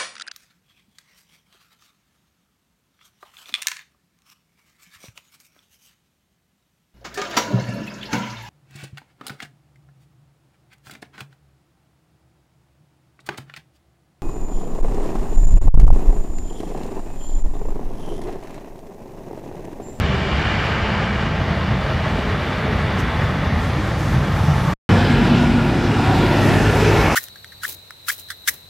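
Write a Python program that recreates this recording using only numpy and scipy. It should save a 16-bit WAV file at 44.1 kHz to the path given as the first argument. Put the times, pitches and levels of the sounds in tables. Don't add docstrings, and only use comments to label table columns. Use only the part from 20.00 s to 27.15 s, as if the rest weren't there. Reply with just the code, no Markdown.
import sys
import numpy as np
from scipy import signal
from scipy.fft import rfft, irfft
from scipy.io import wavfile
from scipy.ndimage import uniform_filter1d

SR = 44100
rng = np.random.default_rng(int(sys.argv[2]) if len(sys.argv) > 2 else 0)


def unload_audio(sound):
    columns = np.transpose(np.atleast_2d(sound))
    steps = np.round(np.clip(columns, -1, 1) * 32767)
    wavfile.write(sys.argv[1], SR, steps.astype(np.int16))


N = 315315
TIME = np.arange(N) / SR
FREQ = np.maximum(np.arange(N // 2 + 1) * SR / N, 1)
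CUT_START_S, CUT_END_S = 4.737, 4.891


def undb(db):
    return 10 ** (np.asarray(db) / 20)


def curve(points):
    return np.interp(TIME, *np.transpose(points))


def swells(table):
    return sum(undb(db) * np.exp(-((TIME - s) / half_s) ** 2) for s, half_s, db in table)


def colour(points):
    hz, db = np.transpose(points)
    return undb(np.interp(np.log(FREQ), np.log(hz), db))


def unit(x):
    return x / np.sqrt(np.mean(x ** 2))


def walk(rate):
    steps = rng.standard_normal(2048)
    return 1.22 * np.interp(TIME * rate, np.arange(len(steps)), steps)


def noise(gain):
    return unit(irfft(rfft(rng.standard_normal(N)) * gain, N))


def narrow(hz, width_hz):
    slow_hz = FREQ[:N // 16]
    spectrum = rng.standard_normal(2 * len(slow_hz)).view(complex) / (1 + (2 * slow_hz / width_hz) ** 2)
    carrier = np.cos(2 * np.pi * np.cumsum(hz * np.ones(N)) / SR)
    return np.sqrt(2) * unit(irfft(spectrum, N)) * carrier


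def stereo(mid, side):
    return np.array([mid + side, mid - side])


def part_levels(parts, swell, start_s):
    return [db + drift * (TIME - start_s) + share * curve(swell) for db, drift, share in parts]


def exhaust(spectrum, levels_db, surge_db, flutter_db, flutter_rate, patchy_db, rasp_db):
    limits_hz = [18, 280, 1400, 3200, 12000]
    shape, out = colour(spectrum), 0
    flutter = flutter_db * walk(flutter_rate) + rasp_db * walk(140)
    wobbles_db = [surge_db * walk(24), flutter, flutter, flutter]
    for lo, hi, db, wobble_db in zip(limits_hz, limits_hz[1:], levels_db, wobbles_db):
        eddies = rfft(rng.standard_normal(N)) * shape
        edges = np.geomspace(lo, hi, 4)
        bands = sum(irfft(eddies * (FREQ >= a) * (FREQ < b), N) * undb(patchy_db * walk(13))
                    for a, b in zip(edges, edges[1:]))
        out = out + unit(bands * undb(wobble_db)) * undb(db)
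    return out


def reflect(x, share, drift=0.0002007, count=12):
    treble = irfft(rfft(x) * FREQ / np.hypot(FREQ, 600), N)
    delays_s = [0.001511 + .035 * late + drift * (2 * speed - 1) * TIME
                for late, speed in rng.random((count, 2))]
    echoes = sum(np.interp(TIME - delay, TIME, treble) for delay in delays_s) / np.sqrt(count)
    return (x + share * echoes) / np.sqrt(1 + share ** 2)


def ripple(x, table):
    gain_db = sum(db * .5 ** ((2 * (FREQ - hz) / width_hz) ** 2) for hz, width_hz, db in table)
    return irfft(rfft(x) * undb(gain_db), N)


def whines(table, start_s, sag_per_s, fade_db_per_s, wander=.012, flutter_db=0.8):
    age = np.maximum(TIME - start_s, 0)
    pitch = 1 - sag_per_s * age + wander * walk(5)
    bands = sum(undb(db + flutter_db * walk(7)) * narrow(hz * pitch, width_hz)
                for hz, width_hz, db in table)
    return bands * undb(-fade_db_per_s * age)


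# (frequency [Hz], relative level [dB])
ROLLOUT_COLOUR = [(15, -39.5), (32, -8), (80, 2.5), (115, -2), (165, -1.5), (215, -6.5), (290, -16),
                  (650, -16), (1000, -17.5), (1800, -19), (3000, -28), (5000, -40.5), (7500, -57.5),
                  (9500, -65.5), (12000, -74)]
# (base level [dB], drift [dB/s], share of the swell [ratio])
ROLLOUT_PARTS = [(-21, 0.3, 0.034), (-27.5, 0.03, 0.45), (-30.5, -0.52, 0.71), (-40, -0.4, 0.34)]
# (time [s], swell [dB])
ROLLOUT_SWELL = [(.3, 0.5), (.52, 5.5), (1.15, 2.5), (1.5, -0.5), (2.1, 1.9), (3.2, 2.1), (3.75, -0.7),
                 (4.7, 1.5)]
# (time [s], boost [dB])
RUMBLE_WAVER = [(0, 1.5), (.3, -0.2), (.75, -1), (1.45, 0.8), (2.1, 0), (2.45, -4), (2.9, 0.2), (3.35, 0.5),
                (3.55, 1.3), (3.98, -.5), (4.1, 2.5), (4.7, -1)]
# (time [s], boost [dB])
SIZZLE_LIFT = [(0, 0.5), (.55, 1.2), (.9, 0), (1.4, 0), (2.0, 0.8), (3.1, 0), (4.7, 0.5)]
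# (start pitch [Hz], width [Hz], start level [dB])
ROLLOUT_WHINES = [(2330, 260, -37.5), (2927, 500, -37), (4730, 1600, -48.5), (7020, 1600, -58.5)]
# (centre [Hz], width [Hz], boost [dB])
ROLLOUT_RIPPLE = [(674, 120, 0), (890, 45, 1.5), (966, 90, -2.5), (1457, 100, -1.5), (1563, 100, 1),
                  (2160, 110, -0.5), (2300, 110, 0.5), (2630, 160, -2), (2860, 130, 1), (3330, 140, -2),
                  (3420, 150, 1), (3620, 110, 0.5), (3840, 110, -1.5), (3970, 90, 2.5), (4070, 220, -2),
                  (4620, 250, 0.5), (5110, 280, -2.2), (5530, 250, 1.5), (6400, 400, 0), (6750, 350, 0.5)]


def rollout(hollow):
    rumble_db, roar_db, edge_db, sizzle_db = part_levels(ROLLOUT_PARTS, ROLLOUT_SWELL, start_s=0)
    levels_db = [rumble_db + curve(RUMBLE_WAVER), roar_db, edge_db, sizzle_db + curve(SIZZLE_LIFT)]
    roar = exhaust(ROLLOUT_COLOUR, levels_db, surge_db=0.7, flutter_db=0.54, flutter_rate=20,
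                   patchy_db=0.18, rasp_db=0.66)
    low_throbs = throbs()
    whine = whines(ROLLOUT_WHINES, start_s=0, sag_per_s=.012, fade_db_per_s=4.5)
    throbs_and_tones = low_throbs + whine * undb(curve(ROLLOUT_SWELL)) + turbine_whistle()
    return ripple(reflect(roar, share=0.32) + throbs_and_tones + hollow, ROLLOUT_RIPPLE)


# (time [s], half length [s], level [dB])
THROBS = [(.02, 0.041, -22), (1.65, .06, -27.5), (2.13, .09, -25), (2.71, 0.045, -19)]


def throbs():
    return narrow(hz=81.4, width_hz=16) * swells(THROBS)


# (time [s], length [s], pitch [Hz], glide [Hz/s], width [Hz], level [dB])
HOWLS = [(0.18, .4, 390, -29, 45, -31), (1.1, 1., 205, 0, 34, -33), (.9, 1., 1710, -150, 380, -37.5),
         (0.46, .4, 2940, -300, 420, -40), (2.75, 1.6, 2290, -40.5, 170, -45), (2.5, 1.1, 425, 25, 70, -34),
         (2.77, 2.2, 250, 0, 80, -32.5), (2.25, 3.2, 620, 0.5, 51, -38),
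         (2.105, 1.4, 2950, -59.5, 180, -47), (2.85, 2., 3496, -130, 220, -47.5),
         (3.3, 2., 1900, -70.5, 520, -38), (3.598, 2.2, 4600, -170, 330, -61), (4.2, 0.61, 112, 0, 45, -26),
         (3.995, 0.93, 317.2, 36, 38, -35), (4.55, 0.64, 850, 0, 200, -33.5),
         (4.795, 0.7, 1110, 81, 250, -31.5), (4.92, 0.33, 1300, -1.5, 660, -31),
         (5.0, 0.5, 506, 0.5, 60, -29), (5.12, .6, 1655, -200, 110, -34.5), (5.3, .5, 2700, -100, 350, -38),
         (5.3, 0.99, 238, 0, 58, -21), (5.39, 0.78, 2680, 2, 1300, -36), (5.95, 1.3, 1428, -40, 90, -40.5),
         (6.1, .45, 757, 57, 90, -27.5), (6.38, .8, 338.5, -75, 85, -23.5), (6.24, 0.7, 950, -40, 100, -33),
         (6.41, .45, 630.5, -29.5, 110, -25.5), (6.544, .6, 1815, -650, 200, -31),
         (6.87, .45, 424.8, -12.5, 85, -25.5), (7.05, .6, 2180, -50.5, 150, -31.5),
         (7.01, 0.87, 2515, -45.5, 200, -34.5), (7.127, .45, 1128, -50, 220, -27.5)]


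def howls():
    out = 0
    for crest_s, length_s, hz, glide, width_hz, db in HOWLS:
        offset_s = np.clip(TIME - crest_s, -length_s / 2, length_s / 2)
        arch = np.cos(np.pi * offset_s / length_s)
        out = out + undb(db) * arch * narrow(hz + glide * offset_s, width_hz)
    return out


# (centre [Hz], width [Hz], end time [s], end level [dB], rise [dB/s])
BOOMS = [(149.4, 80, 4.8, -15, 16), (101.6, 33, 14, -27, 1), (52.5, 21, 7.6, -21.5, 6.5)]


def booms():
    return sum(narrow(hz, width_hz) * undb(db - rise * np.abs(end_s - TIME)) * (TIME < end_s)
               for hz, width_hz, end_s, db, rise in BOOMS)


def flicker(x, depth_db, rate):
    edges_hz = [0, 4500, 6500, 9000, 12000, SR]
    spectrum = rfft(x)
    return sum(irfft(spectrum * (FREQ >= a) * (FREQ < b), N) * undb(depth_db * walk(rate))
               for a, b in zip(edges_hz, edges_hz[1:]))


# (frequency [Hz], relative level [dB])
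HISS_COLOUR = [(800, -25.5), (3000, 2.5), (5500, 13), (7500, 7.5), (9500, 3.5), (12500, 1.5), (15500, -4)]
# (time [s], level [dB])
HISS_LEVEL = [(0, -58), (1.6, -57.5), (2.05, -53.5), (3.56, -52), (3.62, -49.5), (4.7, -43.5), (4.9, -47),
              (5.2, -49), (5.85, -49.5), (6.5, -39), (7.15, -37.5)]
# (time [s], half length [s], level [dB])
RUSTLES = [(3.0, 0.016, -46), (3.64, 0.038, -55), (4.1, 0.056, -56)]
# (frequency [Hz], side minus mid [dB])
HISS_WIDTH = [(3000, -4), (6000, -10), (9000, -4.5), (12000, 1)]


def breeze_hiss():
    gain = undb(curve(HISS_LEVEL) + .5 * walk(29)) + swells(RUSTLES)
    mid, side = (reflect(noise(colour(HISS_COLOUR)), share=0.35) for _ in range(2))
    side = irfft(rfft(side) * colour(HISS_WIDTH), N)
    return gain * flicker(stereo(mid, side), depth_db=1.4, rate=16)


# (time [s], level [dB])
WHISTLE_LEVEL = [(3.6, -82), (3.9, -61), (4.1, -55), (4.25, -71), (4.7, -65)]


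def turbine_whistle():
    return narrow(hz=6560, width_hz=70) * undb(curve(WHISTLE_LEVEL))


# (frequency [Hz], relative level [dB])
BUFFET_COLOUR = [(20, 2), (55, -6), (130, 12), (300, -4), (450, -11), (700, -46), (2000, -63)]
# (time [s], half length [s], level [dB])
GUSTS = [(4.6, .5, -55), (5.15, 0.11, -39), (5.7, 0.96, -45.5), (6.55, 0.12, -35), (6.92, 0.16, -40)]


def wind_buffet(steady_db=-79):
    buffet = noise(colour(BUFFET_COLOUR)) * (undb(steady_db) + swells(GUSTS))
    return stereo(0, buffet * undb(3.9 * walk(14)))


# (frequency [Hz], relative level [dB])
APPROACH_COLOUR = [(15, -32), (45, -12), (65, -10), (82, -5.5), (103, -4.5), (126, -8), (160, -4),
                   (200, -9.5), (260, -11.5), (330, -10), (510, -16), (850, -16), (1170, -22.5),
                   (1500, -18.5), (2050, -21), (2650, -23), (2850, -25.5), (5200, -38), (6300, -47),
                   (8000, -50), (12000, -63)]
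# (base level [dB], drift [dB/s], share of the swell [ratio])
APPROACH_PARTS = [(-18.5, 0.1, 0.6), (-20.5, 0.04, 0.64), (-26.5, 0, 0.87), (-32, -1.5, 0.78)]
# (time [s], swell [dB])
APPROACH_SWELL = [(4.9, -1), (5.1, -2.5), (5.35, -4.5), (5.62, -6.5), (6.1, -2.5), (6.55, -0.2),
                  (7.15, 1.5)]
# (start pitch [Hz], width [Hz], start level [dB])
APPROACH_WHINES = [(847, 320, -31.5), (1492, 61, -35.5), (1720, 92, -38.5), (2480, 170, -37.5),
                   (3000, 200, -38.5)]
# (centre [Hz], width [Hz], boost [dB])
APPROACH_RIPPLE = [(646, 40, -2), (970, 53, 1), (1426, 90, 2.5), (1710, 130, 1.5), (2100, 190, -1.5),
                   (2430, 160, -0.8), (3060, 100, 0.8), (3140, 140, -1.5), (4650, 170, -2),
                   (4930, 170, 2.5), (5630, 260, 1.2), (6030, 200, -0.5), (6700, 220, -1.6),
                   (7370, 170, 4.5)]


def approach(hollow):
    levels_db = part_levels(APPROACH_PARTS, APPROACH_SWELL, start_s=CUT_END_S)
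    roar = exhaust(APPROACH_COLOUR, levels_db, surge_db=1.5, flutter_db=0.18, flutter_rate=16,
                   patchy_db=1.1, rasp_db=0.5)
    roar = reflect(roar, share=0.41)
    whine = whines(APPROACH_WHINES, start_s=CUT_END_S, sag_per_s=.035, fade_db_per_s=8.0)
    return ripple(roar + whine + drone() + hollow, APPROACH_RIPPLE)


# (pitch [Hz], crest time [s], half length [s], level [dB])
DRONE_LINES = [(48.8, 4.6, 1.8, -26), (50.7, 6.75, 0.47, -25.5), (74.6, 5.36, 0.82, -29.5),
               (94.2, 4.93, 0.23, -19.5), (103.1, 7, 1.8, -22.5), (113.8, 5.1, 1.1, -25),
               (143.4, 5.1, 1, -22.5), (136, 6.36, .6, -27.5), (155.4, 7.06, 1.2, -26),
               (187, 5.1, 1.04, -27), (218.6, 5.9, 0.78, -29.5), (236, 5.25, 1.17, -22.5),
               (265, 6.3, 1.8, -31), (286, 6.1, 0.8, -27.5), (351, 5.43, 1.4, -30), (412, 6.9, 0.21, -26.5),
               (434.5, 6.85, 0.33, -26.5)]


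def drone(waver=0.00495, throb_db=1.46, jitter_rad=0.35):
    clock = np.cumsum(1 + waver * walk(5)) / SR
    out = 0
    for hz, *swell in DRONE_LINES:
        gain = swells([swell]) * undb(throb_db * walk(7))
        phase = 2 * np.pi * (hz * clock + rng.random()) + jitter_rad * walk(22)
        out = out + gain * np.sin(phase)
    return np.sqrt(2) * out


# (frequency [Hz], side minus mid [dB])
JET_WIDTH = [(40, -49.5), (200, -35.5), (380, -22.5), (700, -40.5), (1300, -26), (2400, -23.5), (4400, -15),
             (9000, -9)]


def spread(jets):
    phase_steps = rng.uniform(-.8, 0, 600)
    phase = 2 * np.pi * np.interp(FREQ, np.linspace(0, SR / 2, 600), np.cumsum(phase_steps))
    side = irfft(rfft(jets) * colour(JET_WIDTH) * np.exp(1j * phase), N)
    return stereo(jets, side)


def scene():
    before_cut, after_cut = TIME < CUT_START_S, TIME > CUT_END_S
    hollow = howls() + booms()
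    jets = np.where(after_cut, approach(hollow), rollout(hollow))
    gate = uniform_filter1d(1. * (before_cut | after_cut), size=24)
    return (spread(jets) + breeze_hiss() + wind_buffet()) * gate


def record(dry):
    low_cut_hz, ceiling, top_hz = 24, .95, 15200
    lean = signal.sosfilt(signal.butter(1, low_cut_hz, "high", fs=SR, output="sos"), dry)
    rounded = lean / (1 + (lean / ceiling) ** 8) ** (1 / 8)
    return signal.sosfilt(signal.ellip(10, .2, 80, top_hz, fs=SR, output="sos"), rounded)


dry = scene()
out = record(dry)
unload_audio(out)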